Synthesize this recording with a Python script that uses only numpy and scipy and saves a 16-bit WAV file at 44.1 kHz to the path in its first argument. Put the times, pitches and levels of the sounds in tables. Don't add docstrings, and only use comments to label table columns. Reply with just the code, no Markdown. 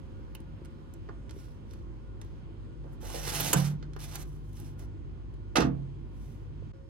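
import sys
import numpy as np
from scipy import signal
from scipy.fft import rfft, irfft, next_fast_len
from scipy.io import wavfile
from scipy.ndimage import uniform_filter1d, map_coordinates

SR = 44100
rng = np.random.default_rng(int(sys.argv[2]) if len(sys.argv) > 2 else 0)


def transcribe(signal):
    frames = np.atleast_2d(signal).T
    limited = np.clip(frames, -1, 1)
    pcm = np.round(limited * 32767).astype(np.int16)
    wavfile.write(sys.argv[1], SR, pcm)


N = 303849
T = np.arange(N) / SR
FFT_SIZE = next_fast_len(N)
FREQS = np.fft.rfftfreq(FFT_SIZE, 1 / SR)

# t/s, enclosure (0 open, 1 deep in the cabinet)
# at 6.72 s it cuts to a quieter place
ENCLOSURE = [(0, 0.063), (1.5, 0.35), (2.3, 0.42), (2.8, 0.53), (5.0, 0.97), (6.7, 0.96), (6.74, 0.089),
             (6.89, 0.13)]
# f/Hz, relative level/dB
AIR_COLOUR = [(18, -32.5), (30, -11.5), (53, -4), (71, -6), (102, -2.5), (156, -14), (177, -15.5),
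              (307, -17), (432, -25.5), (546, -31.5), (622, -33), (945, -34), (2690, -43), (8950, -58),
              (15500, -85)]
# f/Hz, likeness (0 to 1)
AIR_LIKENESS = [(40, 0.166), (130, 0.2), (300, 1), (700, 0.11), (2000, 0.035), (15000, 0.75)]
# f/Hz, width/Hz, boost/dB
AIR_RESONANCES = [(141, 15, 3), (230, 30, 2), (271, 4.7, -6.5), (329.7, 9.5, 7.5), (351.3, 7.5, 5.5),
                  (397, 24, 5), (484, 14, 7), (1052, 180, 5), (3170, 300, 4)]
# open level/dB, gain when enclosed/dB, flutter/dB, left lag/rad
HUM_TONES = [(-48, 4.5, 1.4, 1.4), (-59.5, 7.5, 4, 0.82), (-63, 5.5, 4.5, .2)]
# f/Hz, level/dB, share of the changing whine boost, flutter/dB
WHINE_TONES = [(539, -67.5, 0.98, 0.6), (935, -79, 0.13, 2.5), (1437, -78.5, 0.2, 4.5),
               (5103, -91, .8, 3.5)]
# t/s, level/dB, f/Hz, left minus right/dB
FINGER_BUMPS = [(0.194, -40.5, 433, 2), (0.404, -33, 221, 1), (0.617, -33, 340, 2), (1.092, -33.5, 400, -5),
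                (1.364, -33.5, 387, 8), (1.47, -44, 300, -2), (6.623, -40, 480, 2.5)]
# f/Hz, left minus right/dB
MIC_BALANCE = [(60, 0.5), (110, -8.5), (200, -2), (380, -3.5), (700, -15), (1290, -2.5), (2380, -4),
               (4400, -11.5), (8120, -3), (15000, 1)]
# f/Hz, left lead/rad
MIC_PHASE = [(60, -.3), (140, -.6), (330, -.75), (520, -1.4), (950, -5.7), (1290, -5.4), (1890, -4.4),
             (3190, -7.6), (4130, -7.1), (5170, -7.3), (5770, -8.7), (7670, -8.5), (11700, -6.3)]
# f/Hz, time to fade by 60 dB/s
ECHO_FADE = [(200, 0.5), (1000, 0.26), (4000, 0.11), (12000, 0.046)]
# f/Hz, level/dB, time to fade by 60 dB/s
SHELF_MODES = [(139.14, 0.5, 1.43), (174.4, -1.5, 0.51), (225.4, -6.5, 0.27), (262.7, -7.5, 0.33),
               (306.3, -3.5, 0.2), (334.6, -5.5, 0.11), (399, -10, 0.16), (439, -7, 0.12),
               (474, -6.5, 0.17), (547.8, -10, 0.34), (672.6, -6, 0.12), (760, -12, 0.2), (868.6, -6, 0.12),
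               (1140, -10.5, 0.16), (1180, -7, 0.067)]
# t/s, strength/dB, contact time/ms, favoured f/Hz
SHELF_THUDS = [(2.84, -45.5, 0.93, 527), (3.027, -40.5, 0.52, 500), (3.14, -32, 0.26, 487),
               (3.31, -36.5, 1.1, 329), (3.4, -32, 3.1, 320), (3.43, -36, 5, 145), (3.495, -30, 2.2, 328),
               (3.447, -32, 0.39, 683), (3.533, -25, 0.83, 800), (3.535, -23.5, 1.4, 327.4),
               (3.55, -14.5, 5.33, 159.4), (3.734, -35.5, 2.5, 152), (5.558, -26, 0.8, 468),
               (5.565, -26, 0.23, 775), (5.573, -15, 0.97, 294), (5.59, -18, 1.34, 402),
               (5.62, -27, 6.6, 132), (5.638, -19, 1.5, 269), (5.662, -21, 1.16, 229)]
# f/Hz, level/dB, time to fade by 60 dB/s
GLASS_MODES = [(1015, 0, 0.033), (1240, 2, 0.049), (2110, 4, 0.037), (2545, -1.5, .04), (2735, -3, .045),
               (3005, 0, 0.022), (4610, -2.5, .03), (5800, 0, .04)]
# t/s, strength/dB, favoured f/Hz
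GLASS_TAPS = [(0.3507, -40, 3050), (.651, -59, 2000), (3.53, -22, 3044), (3.536, -26, 1025),
              (3.964, -49, 1015), (4.163, -49, 2370), (5.557, -25, 1280), (5.558, -22.5, 2700),
              (5.583, -27.5, 2440), (5.608, -31, 2730), (5.625, -34, 2710)]
# f/Hz, relative level/dB
GRIT_COLOUR = [(120, -47.5), (200, -19.5), (334, 5.5), (577, -2.5), (693, -3.5), (1310, 2), (3100, -9),
               (6220, -9.5), (11000, -16), (15800, -23.5)]
# f/Hz, width/Hz, boost/dB
JAR_RESONANCES = [(325.7, 30, 8), (491, 69, 4), (681.5, 25, 12.5), (868, 66, 9), (1162, 270, -1),
                  (3025, 300, 4.5), (3540, 160, 5.5), (5773, 280, 9), (11600, 1700, 3)]
# body/dB, fizz/dB, topmost fizz/dB
CRACKS = [(0.3492, -45, 4.5, -7, 4), (0.403, -60, 7, 7, -10), (0.648, -54, -3, 1, -15),
          (0.655, -55.5, 5, 2, -15), (0.9376, -59, 8, 10.5, 1), (1.088, -54.5, 21, -41, -37),
          (1.094, -61, 18, -34, -37), (1.294, -46.5, -1.5, -14, -24), (1.308, -45.5, 1, -4, -21),
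          (1.709, -52, -19, -8, -27), (1.734, -51.5, 3, -2, -10), (2.214, -45.5, -0.5, -3, -23),
          (2.246, -67, -11, 3, 4), (2.839, -62, 6, -16, -20), (3.1017, -46.5, 7, -5, -15),
          (3.274, -35.5, 7, -17, -17), (3.3975, -28, -3, -18.5, -4), (3.4042, -36.5, -1, -28.5, 17.5),
          (3.53, -24.5, 7, 10.5, 5), (3.8255, -46, 5.5, -33, -49), (3.9332, -50.5, 1, -7, -24.5),
          (3.9629, -48, 13.5, -23, -8), (4.154, -34.5, -4.5, 0.5, 0), (4.5303, -59.5, 0, 3, -1),
          (4.569, -51, -9, -3, -13), (4.5993, -56.5, -8, 9, 13), (4.793, -53, -4.5, 1, 2),
          (5.339, -62.5, 9, -3.5, -8.5), (5.5561, -21.5, 2.5, -15, -19), (5.566, -22, 1.5, -11.5, -30),
          (5.582, -34.5, -1, -6, -10), (5.603, -32.5, 8, -6, -25), (5.622, -37, 12, -20, -25)]
# rasp/dB, fizz/dB
SLEEVE_STROKES = [(1.3, 1.38, 1.59, -68.5, -22, -1), (1.64, 1.734, 1.86, -72, -12, -7),
                  (2.21, 2.24, 2.5, -76.5, -2, -9), (6.04, 6.272, 6.5, -75.5, -14.5, 1)]
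# rasp/dB, fizz/dB
JAR_SLIPS = [(2.8, 2.86, 3.1, -90, 23.5, -1), (2.9, 2.932, 2.97, -82.5, 16, 10),
             (3.984, 3.996, 4.28, -59, -7, 1), (3.99, 4.045, 4.07, -56, -7, -1.5),
             (4.07, 4.155, 4.17, -54.5, 3, -2), (4.15, 4.228, 4.24, -56, -1.5, 3.5),
             (4.2, 4.3, 4.47, -77, -3, 5), (4.42, 4.485, 4.53, -81, -3, 7), (4.51, 4.58, 4.74, -68, -1, 3),
             (4.59, 4.65, 4.76, -74, 2, -0.5), (4.77, 4.805, 4.88, -67.5, 5.5, 0.5),
             (5.553, 5.59, 5.687, -43, 7.5, -14.5)]
# t/s, grit level/dB
LONG_DRAG = [(3.0, -86), (3.014, -62), (3.06, -58), (3.13, -53.5), (3.155, -51), (3.225, -52.5),
             (3.275, -46.5), (3.352, -40.5), (3.524, -42), (3.546, -56.5), (3.574, -44), (3.666, -49.5),
             (3.715, -64.5), (3.78, -100)]

REACH_S, REST_S = 2.5, 3.765
DROP_S, RETURN_S = 6.72, 6.729


def undb(db):
    return 10 ** (np.asarray(db) / 20)


def unit(x):
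    return x / np.sqrt(np.mean(x ** 2))


def fade(t, t60):
    return 10 ** (-3 * t / t60)


def over_hz(table, hz):
    freqs, values = np.transpose(table)
    return np.interp(np.log(hz + 1), np.log(freqs + 1), values)


def band(x, lo_hz, hi_hz):
    return signal.sosfilt(signal.butter(2, [lo_hz, hi_hz], "bandpass", fs=SR, output="sos"), x)


def wobble(per_s):
    hold = int(SR / per_s)
    steps = np.repeat(rng.standard_normal(N // hold + 1), hold)
    return 1.3 * uniform_filter1d(uniform_filter1d(steps, hold), hold)[:N]


def random_clicks(per_s):
    return (rng.random(N) < per_s / SR) * rng.standard_normal(N)


def resonance_db(resonances):
    return sum(db / (1 + (2 * (FREQS - hz) / width) ** 2) for hz, width, db in resonances)


def favour(modes, spot_hz, db_per_octave):
    return [(hz, db - db_per_octave * abs(np.log2(hz / spot_hz)), t60) for hz, db, t60 in modes]


def ring(force, modes):
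    t = T[:SR]
    tones = sum((-1) ** k * undb(db) * np.sin(2 * np.pi * hz * t) * fade(t, t60)
                for k, (hz, db, t60) in enumerate(modes))
    return band(signal.fftconvolve(force, tones)[:N], 120.1, 8880)


def strike(start_s, force, modes):
    out, at = np.zeros(N), int(start_s * SR)
    ringing = ring(np.pad(force, (0, SR // 2)), modes)[:N - at]
    out[at:at + len(ringing)] = ringing
    return out


def enclosure():
    return np.interp(T, *np.transpose(ENCLOSURE))


def air_murmur():
    noise = rfft(rng.standard_normal((2, FFT_SIZE)))
    likeness = over_hz(AIR_LIKENESS, FREQS)
    shared, apart = noise[0] * np.sqrt(1 + likeness), noise[1] * np.sqrt(1 - likeness)
    left = (shared + apart) * undb(-2) * np.exp(-2j * np.pi * FREQS * 20 / SR)
    colour = undb(over_hz(AIR_COLOUR, FREQS) + resonance_db(AIR_RESONANCES))
    pair = colour * np.array([left, shared - apart])
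    pair /= np.std(band(irfft(pair.mean(0), FFT_SIZE), 200, 500))
    out, octave = 0, np.log2(FREQS + 1)
    treble_db = -1.5 - 2 * enclosure()
    for centre in np.arange(4.5, 14.5, .5):
        share = np.clip(1 - 2 * abs(octave - centre), 0, 1)
        tilt_db = treble_db * np.clip((centre - 8.5) / 2, 0, 1)
        out += undb(tilt_db + 1.1 * wobble(9)) * irfft(pair * share, FFT_SIZE)[:, :N]
    return out * undb(-54 + 0.15 * enclosure() + 0.5 * (T > RETURN_S))


def crackle():
    clicks = random_clicks(3000) * undb(1.5 * rng.exponential(size=N))
    fizz = band(band(clicks, 8450, 15000), 8450, 15000)
    return unit(fizz) * undb(-93.5 - 8.5 * enclosure())


def compressor(shaft_hz=50.02):
    angle = 2 * np.pi * np.cumsum(shaft_hz + 0.16 * wobble(3.166)) / SR
    lean_db = np.interp(T, [2.4, 3.202, 4.5, 5.1], [0, 9.5, 9.5, 0])
    out = np.zeros((2, N))
    for k, (db, enclosed_db, flutter_db, lag) in enumerate(HUM_TONES, 1):
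        gain = undb(db + enclosed_db * enclosure() + lean_db * (k == 3) + flutter_db * wobble(8.3))
        out += gain * np.sin([k * angle - lag / 2, k * angle + lag / 2])
    whine_boost_db = 3.5 - 11 * enclosure() + 9 * (T > RETURN_S)
    for hz, db, share, flutter_db in WHINE_TONES:
        phase = 2 * np.pi * (hz * T + np.cumsum(1.5 * wobble(5.3)) / SR)
        gain = undb(db + share * whine_boost_db + flutter_db * wobble(30))
        out += gain * np.array([np.cos(phase), np.sin(phase)])
    return np.sqrt(2) * out


def valve(ticks_per_s=49.3):
    count = np.floor(ticks_per_s * (T - .018)).astype(int) + 1
    strengths = undb(2 * rng.standard_normal(N // 500))
    clicks = np.diff(count, prepend=count[0]) * strengths[count]
    ticks = band(band(clicks, 10200, 12600), 10200, 12600)
    return unit(ticks) * undb(-97) * np.interp(T, [.85, 1.1], [1, 0])


def finger_bumps():
    out = np.zeros((2, N))
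    for start_s, db, hz, pan_db in FINGER_BUMPS:
        cycles = np.maximum(T - start_s, 0) * hz
        bump = np.sin(2 * np.pi * cycles) * np.minimum(cycles / 0.92, 1) * fade(cycles, 9.8)
        out += undb([[db + pan_db / 2], [db - pan_db / 2]]) * bump
    return out


def cabinet(x, echo_db):
    t, echo = T[:SR // 2], 0
    for hz in 177 * 2. ** np.arange(7):
        noise = band(rng.standard_normal((2, len(t))), hz / np.sqrt(2), hz * np.sqrt(2))
        echo += noise * fade(t, over_hz(ECHO_FADE, hz)) * min(hz / 600, 1) ** 2
    echo *= np.minimum(t / 0.0022, 1)
    echo /= np.sqrt(np.sum(echo ** 2, 1, keepdims=True))
    box = 1 + undb(echo_db) * rfft(echo, FFT_SIZE)
    left = undb(over_hz(MIC_BALANCE, FREQS) / 2) * np.exp(.5j * over_hz(MIC_PHASE, FREQS))
    return irfft(rfft(x, FFT_SIZE) * box * np.array([left, 1 / left]), FFT_SIZE)[:, :N]


def cabinet_boom(start_s=5.6, hz=66):
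    t = np.maximum(T - start_s, 0)
    return undb(-30.5) * np.minimum(t / 0.015, 1) * fade(t, 0.7) * np.sin(2 * np.pi * hz * t)


def shelf_thuds(glide_from_s=3.56, rise_per_s=0.41):
    out = np.zeros(N)
    for start_s, db, contact_ms, hz in SHELF_THUDS:
        progress = T[:SR // 50] * 1000 / contact_ms
        push = np.where(progress < 1, np.sin(np.pi * progress) ** 2, 0)
        out += strike(start_s, undb(db) * push / push.sum(), favour(SHELF_MODES, hz, db_per_octave=14.5))
    sliding_s = np.clip(T - glide_from_s, 0, REST_S - glide_from_s)
    ahead_s = rise_per_s * sliding_s ** 2 / 2
    gliding = map_coordinates(out, [(T + ahead_s) * SR], order=1, mode="nearest")
    stilled = np.clip(1 - (T - REST_S) / 0.01, .09, 1)
    return np.where(T < REST_S + 1, gliding * stilled, out)


def glass_pings():
    return sum(strike(start_s, undb([db]), favour(GLASS_MODES, hz, db_per_octave=55.5))
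               for start_s, db, hz in GLASS_TAPS)


def through_jar(x, gains, edges_hz, resonance, wander=0):
    colour = undb(over_hz(GRIT_COLOUR, FREQS) + resonance * resonance_db(JAR_RESONANCES))
    coloured = irfft(rfft(x, FFT_SIZE) * colour, FFT_SIZE)[:N]
    drift = wobble(12)
    read_at = np.arange(N) + wander * np.cumsum(drift - drift.mean())
    spectrum = rfft(map_coordinates(coloured, [read_at], mode="mirror"), FFT_SIZE)
    lowpasses = [0] + [1 / (1 + (FREQS / hz) ** 8) for hz in edges_hz] + [1]
    return sum(gain * unit(irfft(spectrum * (upper - lower), FFT_SIZE)[:N])
               for gain, lower, upper in zip(gains, lowpasses, lowpasses[1:]))


def cracks(chatter_s=0.0043, t60_s=0.037):
    gains = np.zeros((4, N))
    for start_s, db, body_db, fizz_db, top_db in CRACKS:
        at = int(np.ceil(start_s * SR))
        t = T[at:at + SR // 2] - start_s
        stretch = undb(0.22 * (db + 30.5))
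        band_t60s = stretch * t60_s * np.array([[1.3], [1], [.65], [.55]])
        shape = np.minimum(t / 0.00081, 1) * fade(np.maximum(t - stretch * chatter_s, 0), band_t60s)
        gains[:, at:at + len(t)] += undb(db + np.array([[body_db], [0], [fizz_db], [top_db]])) * shape
    return undb(-9) * through_jar(rng.standard_normal(N), gains, [1900, 7000, 11500], resonance=0.65)


def stroke_gains(strokes, edge_db=25):
    gains = np.zeros((3, N))
    for start, peak, end, db, rasp_db, fizz_db in strokes:
        away = np.interp(T, [start, peak, end], [1, 0, 1])
        grit_db = db - edge_db * away ** 1.83
        gains += (away < 1) * undb([grit_db + rasp_db, grit_db, grit_db + fizz_db])
    return gains


def friction(gains, shake_db):
    rasp_gain, grit_gain, _ = gains
    grains = unit(random_clicks(9000) * undb(1.14 * rng.exponential(size=N)))
    grains *= undb(1.6 * wobble(70) + .7 * wobble(20))
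    shake = ring(grains * grit_gain * undb(shake_db), SHELF_MODES)
    catches = random_clicks(53) * undb(shake_db + 25)
    shake += ring(catches * rasp_gain, favour(SHELF_MODES, 647.3, db_per_octave=5.5))
    return through_jar(grains, gains, [1900, 7000], resonance=1.06, wander=.018) + shake


def sleeve_brushes():
    return friction(stroke_gains(SLEEVE_STROKES), shake_db=-42)


def jar_drag():
    grit_db = np.interp(T, *np.transpose(LONG_DRAG), left=-200, right=-200)
    rasp_db = -1.5 - 0.37 * (grit_db + 50.5)
    gains = undb([grit_db + rasp_db, grit_db, grit_db + 0.6])
    return friction(gains + stroke_gains(JAR_SLIPS), shake_db=-38.5)


def scene():
    near = jar_drag() + sleeve_brushes() + cracks() + glass_pings() + shelf_thuds() + crackle() + valve()
    outside = T < REACH_S
    mix = cabinet(near * outside, echo_db=-10) + cabinet(near * ~outside, echo_db=-7)
    mix += compressor() + air_murmur() + cabinet_boom() + finger_bumps()
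    drop_out = np.clip((DROP_S - T) / .003, 0, 1)
    come_back = undb(-4.5) * np.clip((T - RETURN_S) / 0.0073, .01, 1)
    return mix * np.maximum(drop_out, come_back)


def record(dry):
    trimmed = signal.sosfilt(signal.butter(6, 40, "highpass", fs=SR, output="sos"), dry)
    return signal.sosfilt(signal.ellip(10, .2, 80, 15900, fs=SR, output="sos"), trimmed)


dry = scene()
out = record(dry)
transcribe(out)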